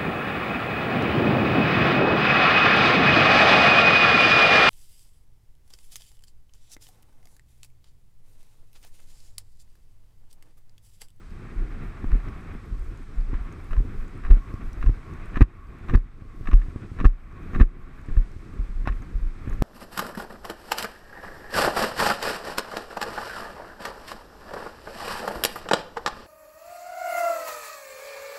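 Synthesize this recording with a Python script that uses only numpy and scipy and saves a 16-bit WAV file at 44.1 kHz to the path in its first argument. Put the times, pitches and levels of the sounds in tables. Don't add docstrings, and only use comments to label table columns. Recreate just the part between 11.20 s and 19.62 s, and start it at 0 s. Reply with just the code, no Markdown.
import sys
import numpy as np
from scipy import signal
from scipy.fft import rfft, irfft, next_fast_len
from scipy.io import wavfile
from scipy.ndimage import uniform_filter1d, minimum_filter1d, map_coordinates

SR = 44100
rng = np.random.default_rng(int(sys.argv[2]) if len(sys.argv) > 2 else 0)


def to_wav(s):
    ch = np.atleast_2d(s).T
    pcm = np.round(np.clip(ch, -1, 1) * 32767)
    wavfile.write(sys.argv[1], SR, pcm.astype(np.int16))


N = 371482


def amp(db):
    return 10 ** (np.asarray(db) / 20)


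def unit(x):
    return x / np.sqrt(np.mean(x ** 2) + 1e-20)


def wobble(rate_hz):
    knots = rng.standard_normal(int(N * rate_hz / SR) + 4)
    return map_coordinates(knots, [np.arange(N) * rate_hz / SR])


def filtered(x, response):
    size = next_fast_len(N + 8192)
    spectrum = rfft(x, size) * response(np.fft.rfftfreq(size, 1 / SR))
    return irfft(spectrum, size)[:N]


def noise(colour, source=None):
    pitch_hz, level_db = np.transpose(colour)
    if source is None:
        source = rng.standard_normal(N)

    def response(hz):
        return amp(np.interp(np.log(hz + 1), np.log(pitch_hz), level_db, left=-120))

    return unit(filtered(source, response))


def swells(events, width_s):
    t = np.arange(N) / SR
    return sum(amp(level_db) * np.exp(-.5 * ((t - centre_s) / width_s) ** 2)
               for centre_s, level_db, *_ in events)


def add(track, start_s, sound):
    part = track[max(round(start_s * SR), 0):][:len(sound)]
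    part += sound[:len(part)]


# hard stride jolts through the mount, and weaker low lumps of wind buffeting.
# start_s (of the drop), level_db, pitch_hz, t60_s
LOW_THUMPS = [(.375, -17, 29, .25), (.411, -24, 38, .25), (.927, -7.5, 36, .18), (1.523, -19, 38, .17),
              (1.98, -14, 30, .28), (2.085, -20, 29, .25), (2.148, -15, 29, .1), (2.207, -19, 38, .09),
              (2.576, -8, 38, .17), (3.11, 1, 33, .165), (3.668, -5, 37, .17), (4.218, 1.5, 42, .085),
              (4.751, 0, 33, .19), (5.337, -1.5, 34.6, .2), (5.858, .8, 32, .21), (6.414, .2, 30, .2),
              (6.972, -5, 33, .15), (7.396, -16, 38, .17), (7.49, -22, 30, .2), (7.557, -21, 30, .2),
              (7.594, -21, 35, .25), (7.699, -15, 38, .2), (7.953, -14, 36, .12), (8.023, -15, 27, .25),
              (8.061, -22, 33, .11), (8.4, -16, 28, .3)]
LANDING_DB = -10
LEAD_S, LEAD_DB, LEAD_HZ, LEAD_T60_S = .064, -17, 21, .25
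POINTED, POINTED_S = .2, .015


def low_thumps():
    out = np.zeros(N)
    t = np.arange(-SR // 20, SR // 2) / SR
    leads = [(start_s - LEAD_S, LEAD_DB, LEAD_HZ, LEAD_T60_S)
             for start_s, level_db, *_ in LOW_THUMPS if level_db > LANDING_DB]
    for start_s, level_db, pitch_hz, t60_s in [*LOW_THUMPS, *leads]:
        turn = 2 * np.pi * pitch_hz * t
        edge = POINTED * np.exp(-np.abs(t) / POINTED_S) * (t > 0)
        swing = edge * np.sin(3 * turn) - np.sin(turn)
        wind_up = -t / .03
        ring_out = (np.abs(t) / t60_s) ** 1.3
        fall_db = 60 * np.where(t < 0, wind_up, ring_out)
        add(out, start_s + t[0], amp(level_db - fall_db) * swing)
    return out


# start_s, level_db, thud_db and clack_db (lowest and highest mode, added)
CASE_KNOCKS = [(0.8424, -23, -6, 2), (0.9528, -25, -2, -5), (1.3507, -30.5, -12, -6), (2.1317, -25, 4, -2),
               (2.6032, -30.5, 11.5, -2), (2.65, -32, 3, -7), (3.1048, -23, -3, -1), (3.168, -30, -1, -17),
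               (3.3398, -28, 7.5, -14), (3.529, -42.5, 10, -16), (3.641, -28.5, 3, -4),
               (3.6934, -26.5, 11.5, -3), (4.1706, -19.5, -10, -19), (4.2082, -10, -2.5, -4),
               (4.2155, -15, 10, -7), (4.697, -32, -1, 3), (4.7363, -23, 9, -21), (4.7404, -20, -5, -7),
               (4.7489, -21, 10.5, 8), (4.774, -26, 15, -11), (5.0214, -38, 15, -7),
               (5.21, -37.5, 13.5, -14), (5.2863, -24.5, -14, -5), (5.3313, -22, -10.5, -3),
               (5.483, -44, 19.5, 1), (5.5601, -26, 3.5, -19), (5.7162, -36.5, 11.5, -5),
               (5.8118, -20, -23, -9), (5.8423, -17, -1, -17), (5.853, -14, 3, -24), (6.2988, -41, 15, -15),
               (6.3607, -20, -10, -16), (6.399, -16.5, -9, -11), (6.407, -21.5, 10, -9),
               (6.411, -24, 18, -20), (6.4311, -18.5, 2, -11), (6.8858, -30, 8, -8),
               (6.97, -33.5, 14.5, -19), (7.164, -43.5, 14, -21), (7.3927, -40, 11.5, -16),
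               (7.6439, -38, 9, -17), (7.6737, -23, 4.5, 16.5), (8.2746, -27, 3.5, -20),
               (8.4213, -14.5, -1, 8.5)]
# pitch_hz, level_db, t60_s
MOUNT_MODES = [(97.5, 5.5, 0.036), (233.5, 8, 0.02), (764, 2.5, 0.0056)]


def knocks():
    out = np.zeros(N)
    t = np.arange(SR // 5) / SR
    rise = 1 - np.exp(-t / 0.00095)
    for start_s, level_db, thud_db, clack_db in CASE_KNOCKS:
        for (pitch_hz, mode_db, t60_s), share_db in zip(MOUNT_MODES, (thud_db, 0, clack_db)):
            decay = amp(level_db + mode_db + share_db - 60 * t / t60_s)
            add(out, start_s, decay * np.sin(2 * np.pi * pitch_hz * t) * rise)
    return out


# start_s, level_db, t60_s
CASE_RATTLES = [(0.843, -38.5, 0.04), (0.917, -34.5, 0.033), (1.083, -41.5, 0.046), (2.138, -38.5, 0.098),
                (2.508, -42.5, .07), (2.531, -30, 0.028), (2.565, -36, 0.036), (3.036, -39, .045),
                (3.049, -34, 0.041), (3.064, -37.5, 0.042), (3.081, -48, 0.054), (3.107, -27, 0.029),
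                (3.612, -42, .07), (3.626, -33.5, 0.054), (3.662, -37, 0.036), (3.693, -47, .035),
                (4.142, -41, 0.074), (4.157, -28.5, 0.052), (4.169, -27, .04), (4.208, -21, 0.04),
                (4.216, -29, 0.048), (4.224, -32, 0.043), (4.237, -39, 0.046), (4.684, -34.5, 0.071),
                (4.696, -30.5, .05), (4.707, -43, 0.025), (4.738, -31, 0.091), (4.748, -30, 0.044),
                (4.773, -34, 0.038), (5.256, -43, 0.08), (5.272, -31, 0.05), (5.288, -38, 0.016),
                (5.313, -31.5, 0.04), (5.332, -25, 0.023), (5.415, -43.5, 0.07), (5.56, -48, .045),
                (5.787, -37.5, 0.076), (5.801, -27, 0.047), (5.81, -36, 0.035), (5.845, -22.5, 0.049),
                (5.853, -27, 0.049), (6.333, -39, 0.07), (6.347, -28.5, 0.047), (6.359, -34, 0.032),
                (6.399, -28, 0.099), (6.412, -27.5, 0.029), (6.429, -34, 0.027), (6.884, -41.5, 0.054),
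                (6.967, -40.5, 0.038), (7.655, -43.5, 0.13), (7.673, -24.5, 0.063), (7.686, -36, 0.038),
                (7.722, -36.5, 0.028), (7.82, -44.5, 0.037), (8.276, -41.5, 0.049), (8.327, -36.5, .03),
                (8.417, -38, .043)]
# pitch_hz, level_db
SHELL_COLOUR = [(290, -54), (500, -6.5), (760, -3), (880, -19), (1090, 9), (1500, -3), (1750, 6),
                (2110, -8), (2600, -6), (3300, -23), (3850, -16.5), (4500, -35.5), (6000, -29.5),
                (8000, -52.5), (15000, -72)]
RATTLE_RISE_S = 0.00188
BUILD_DB, BUILD_S = -20, .006


def rattles():
    envelope = np.zeros(N)
    t = np.arange(SR // 5) / SR
    rise = 1 - np.exp(-t / RATTLE_RISE_S)
    build = np.exp(-t[::-1] / BUILD_S)
    impacts = (rng.random(N) < 600 / SR) * rng.standard_normal(N)
    for start_s, level_db, t60_s in CASE_RATTLES:
        peak_s = start_s + RATTLE_RISE_S
        add(envelope, start_s, amp(level_db - 60 * t / t60_s) * rise)
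        add(envelope, peak_s - t[-1], amp(level_db + BUILD_DB) * build)
        add(impacts, peak_s, np.array([2.2]))
    grit = noise(SHELL_COLOUR, impacts) + amp(3.0) * noise(SHELL_COLOUR)
    return envelope * unit(grit)


# start_s, level_db, pitch_hz
BRIGHT_TICKS = [(0.917, -58, 4570), (1.0859, -54, 5360), (1.775, -55, 6690), (2.0088, -55, 4720),
                (2.3256, -50.5, 6560), (2.8803, -56, 6830), (3.34, -53, 5340), (3.5316, -47, 5700),
                (3.661, -54, 5500), (3.9375, -54, 6560), (4.223, -31.5, 4530), (4.7381, -59, 4960),
                (4.757, -37.5, 4520), (4.7644, -49.5, 4890), (4.7744, -51, 4500), (4.7844, -50, 4620),
                (5.3333, -50, 5080), (5.8643, -45, 4500), (5.8724, -45.5, 4980), (6.4202, -47, 4760),
                (6.4274, -54, 4660), (7.674, -42.5, 5300), (7.8221, -51, 6600), (8.297, -47, 6630),
                (8.3335, -52, 6680)]


def ticks():
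    out = np.zeros(N)
    t = np.arange(SR // 50) / SR
    chance = rng.random((40, 3))
    faint = np.transpose([chance[:, 0] * N / SR, -62 + 6 * chance[:, 1], 4000 + 9000 * chance[:, 2]])
    for start_s, level_db, pitch_hz in [*BRIGHT_TICKS, *faint]:
        crack = rng.standard_normal(len(t)) * amp(-2.1 - 60 * t / 0.015)
        ring = amp(3.5 - 60 * t / 0.0077) * np.sin(2 * np.pi * pitch_hz * t)
        add(out, start_s, amp(level_db) * (crack + ring))

    def bright_band(hz):
        return 1 / (1 + (hz / 13000) ** 4) / (1 + (2500 / (hz + 1)) ** 4)

    return filtered(out, bright_band)


# pitch_hz, level_db
BUFFET_COLOUR = [(10, -18), (22, 14.5), (33, 5.5), (50, 2.5), (90, -10), (150, -60.5)]
BUFFET_DB = 7.5


def buffeting(roar_db):
    gusts_db = 1.14 * wobble(6.5) + 3.2 * wobble(17)
    return amp(roar_db + BUFFET_DB) * unit(amp(gusts_db) * noise(BUFFET_COLOUR))


# pitch_hz, level_db
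ROAR_COLOUR = [(47, -59), (80, 5.5), (178, -4), (232, -4.5), (274, -6.5), (361, -8.5), (560, -21),
               (730, -86), (1230, -120)]
SHAKE_DB, SHAKE_S = -25.5, 0.026


def port_roar(roar_db, lumps):
    stirred = amp(roar_db) + amp(SHAKE_DB) * swells(CASE_KNOCKS, SHAKE_S)
    lumps_db = 2.33 * lumps + 0.63 * wobble(6)
    return stirred * unit(amp(lumps_db) * noise(ROAR_COLOUR))


# pitch_hz, level_db
RUSH_COLOUR = [(330, -53), (560, -8.5), (632, -2.5), (933, -5.5), (1110, 0), (1360, -0.5), (1610, -3),
               (2190, -6), (2550, -8.5), (2840, -18), (3890, -21.5), (5060, -44), (8560, -120)]


def shell_rush(rush_db, lumps):
    flutter_db = .7 * lumps + 1.3 * wobble(60) + .7 * wobble(8)
    return amp(rush_db) * unit(amp(flutter_db) * noise(RUSH_COLOUR))


# centre_s, level_db
PORT_WHISTLES = [(.35, -78), (.85, -62), (1.15, -59), (1.5, -62), (2.3, -60.5), (2.78, -63), (3.32, -52.5),
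                 (3.93, -56.5), (4.42, -50), (5.07, -57), (5.53, -63), (6.15, -52.5), (6.62, -51.5),
                 (7.3, -66), (7.74, -65), (8.32, -60)]
# pitch_hz, level_db
WHISTLE_COLOUR = [(700, -68), (1000, -30.5), (1095, -3.5), (1200, -13.5), (1600, -53)]


def whistling():
    return swells(PORT_WHISTLES, width_s=0.1) * noise(WHISTLE_COLOUR)


# start_s, roar_db (at the port), rush_db (through the shell)
WIND_LEVELS = [(0, -49, -61), (.2, -42, -53), (.4, -40.5, -50.5), (.9, -41, -51), (1.3, -42.5, -50),
               (1.55, -42.5, -55), (2.05, -46, -56), (2.35, -42, -52), (2.65, -41, -56), (3.05, -42, -51.5),
               (3.7, -42.5, -53), (4, -45.5, -51), (4.6, -40.5, -50), (5.1, -43.5, -56),
               (5.7, -45.5, -56.5), (6.2, -39, -49), (6.75, -40, -50.5), (7.15, -48, -58.5),
               (7.4, -42, -54), (7.55, -45.5, -57.5), (7.75, -41, -54), (8.1, -47.5, -57.5),
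               (8.33, -36.5, -50.5), (8.42, -55, -56.5)]


def wind():
    start_s, *columns = np.transpose(WIND_LEVELS)
    roar_db, rush_db = [np.interp(np.arange(N) / SR, start_s, column) for column in columns]
    lumps = wobble(22)
    return buffeting(roar_db) + port_roar(roar_db, lumps) + shell_rush(rush_db, lumps) + whistling()


def scene():
    return (low_thumps() + knocks() + rattles() + ticks() + wind())[None]


def gain_control(x, threshold_db, most_db, release_db_per_s, hold_s, delay_s):
    low_middle = signal.butter(3, [100, 600], "bandpass", fs=SR, output="sos")
    heard_db = 20 * np.log10(np.abs(signal.sosfilt(low_middle, x)) + 1e-9)
    cut_db = np.clip(5 * (heard_db - threshold_db), 0, most_db)
    hold = int(hold_s * SR)
    held_db = -minimum_filter1d(-cut_db, hold, origin=(hold - 1) // 2)
    climb_db = release_db_per_s * np.arange(N) / SR
    cut_db = np.maximum.accumulate(held_db + climb_db) - climb_db
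    late_db = np.pad(cut_db, (int(delay_s * SR), 0))[:N]
    return amp(-uniform_filter1d(late_db, size=900))


# pitch_hz, level_db
HISS_COLOUR = [(1500, -1), (3000, 6.5), (5000, 5.5), (7200, 0), (8100, 4), (9000, -3), (12000, -7.5),
               (15300, -28)]
TOP_HZ = 15300


def record(dry):
    x = dry[0] + amp(-68.0) * noise(HISS_COLOUR)
    gain = gain_control(x, threshold_db=-16.5, most_db=9.5, release_db_per_s=27.0, hold_s=0.14, delay_s=0.022)
    clipped = np.clip(x * gain, -1, 1)
    return filtered(clipped, lambda hz: hz < TOP_HZ)[None]


dry = scene()
out = record(dry)
to_wav(out)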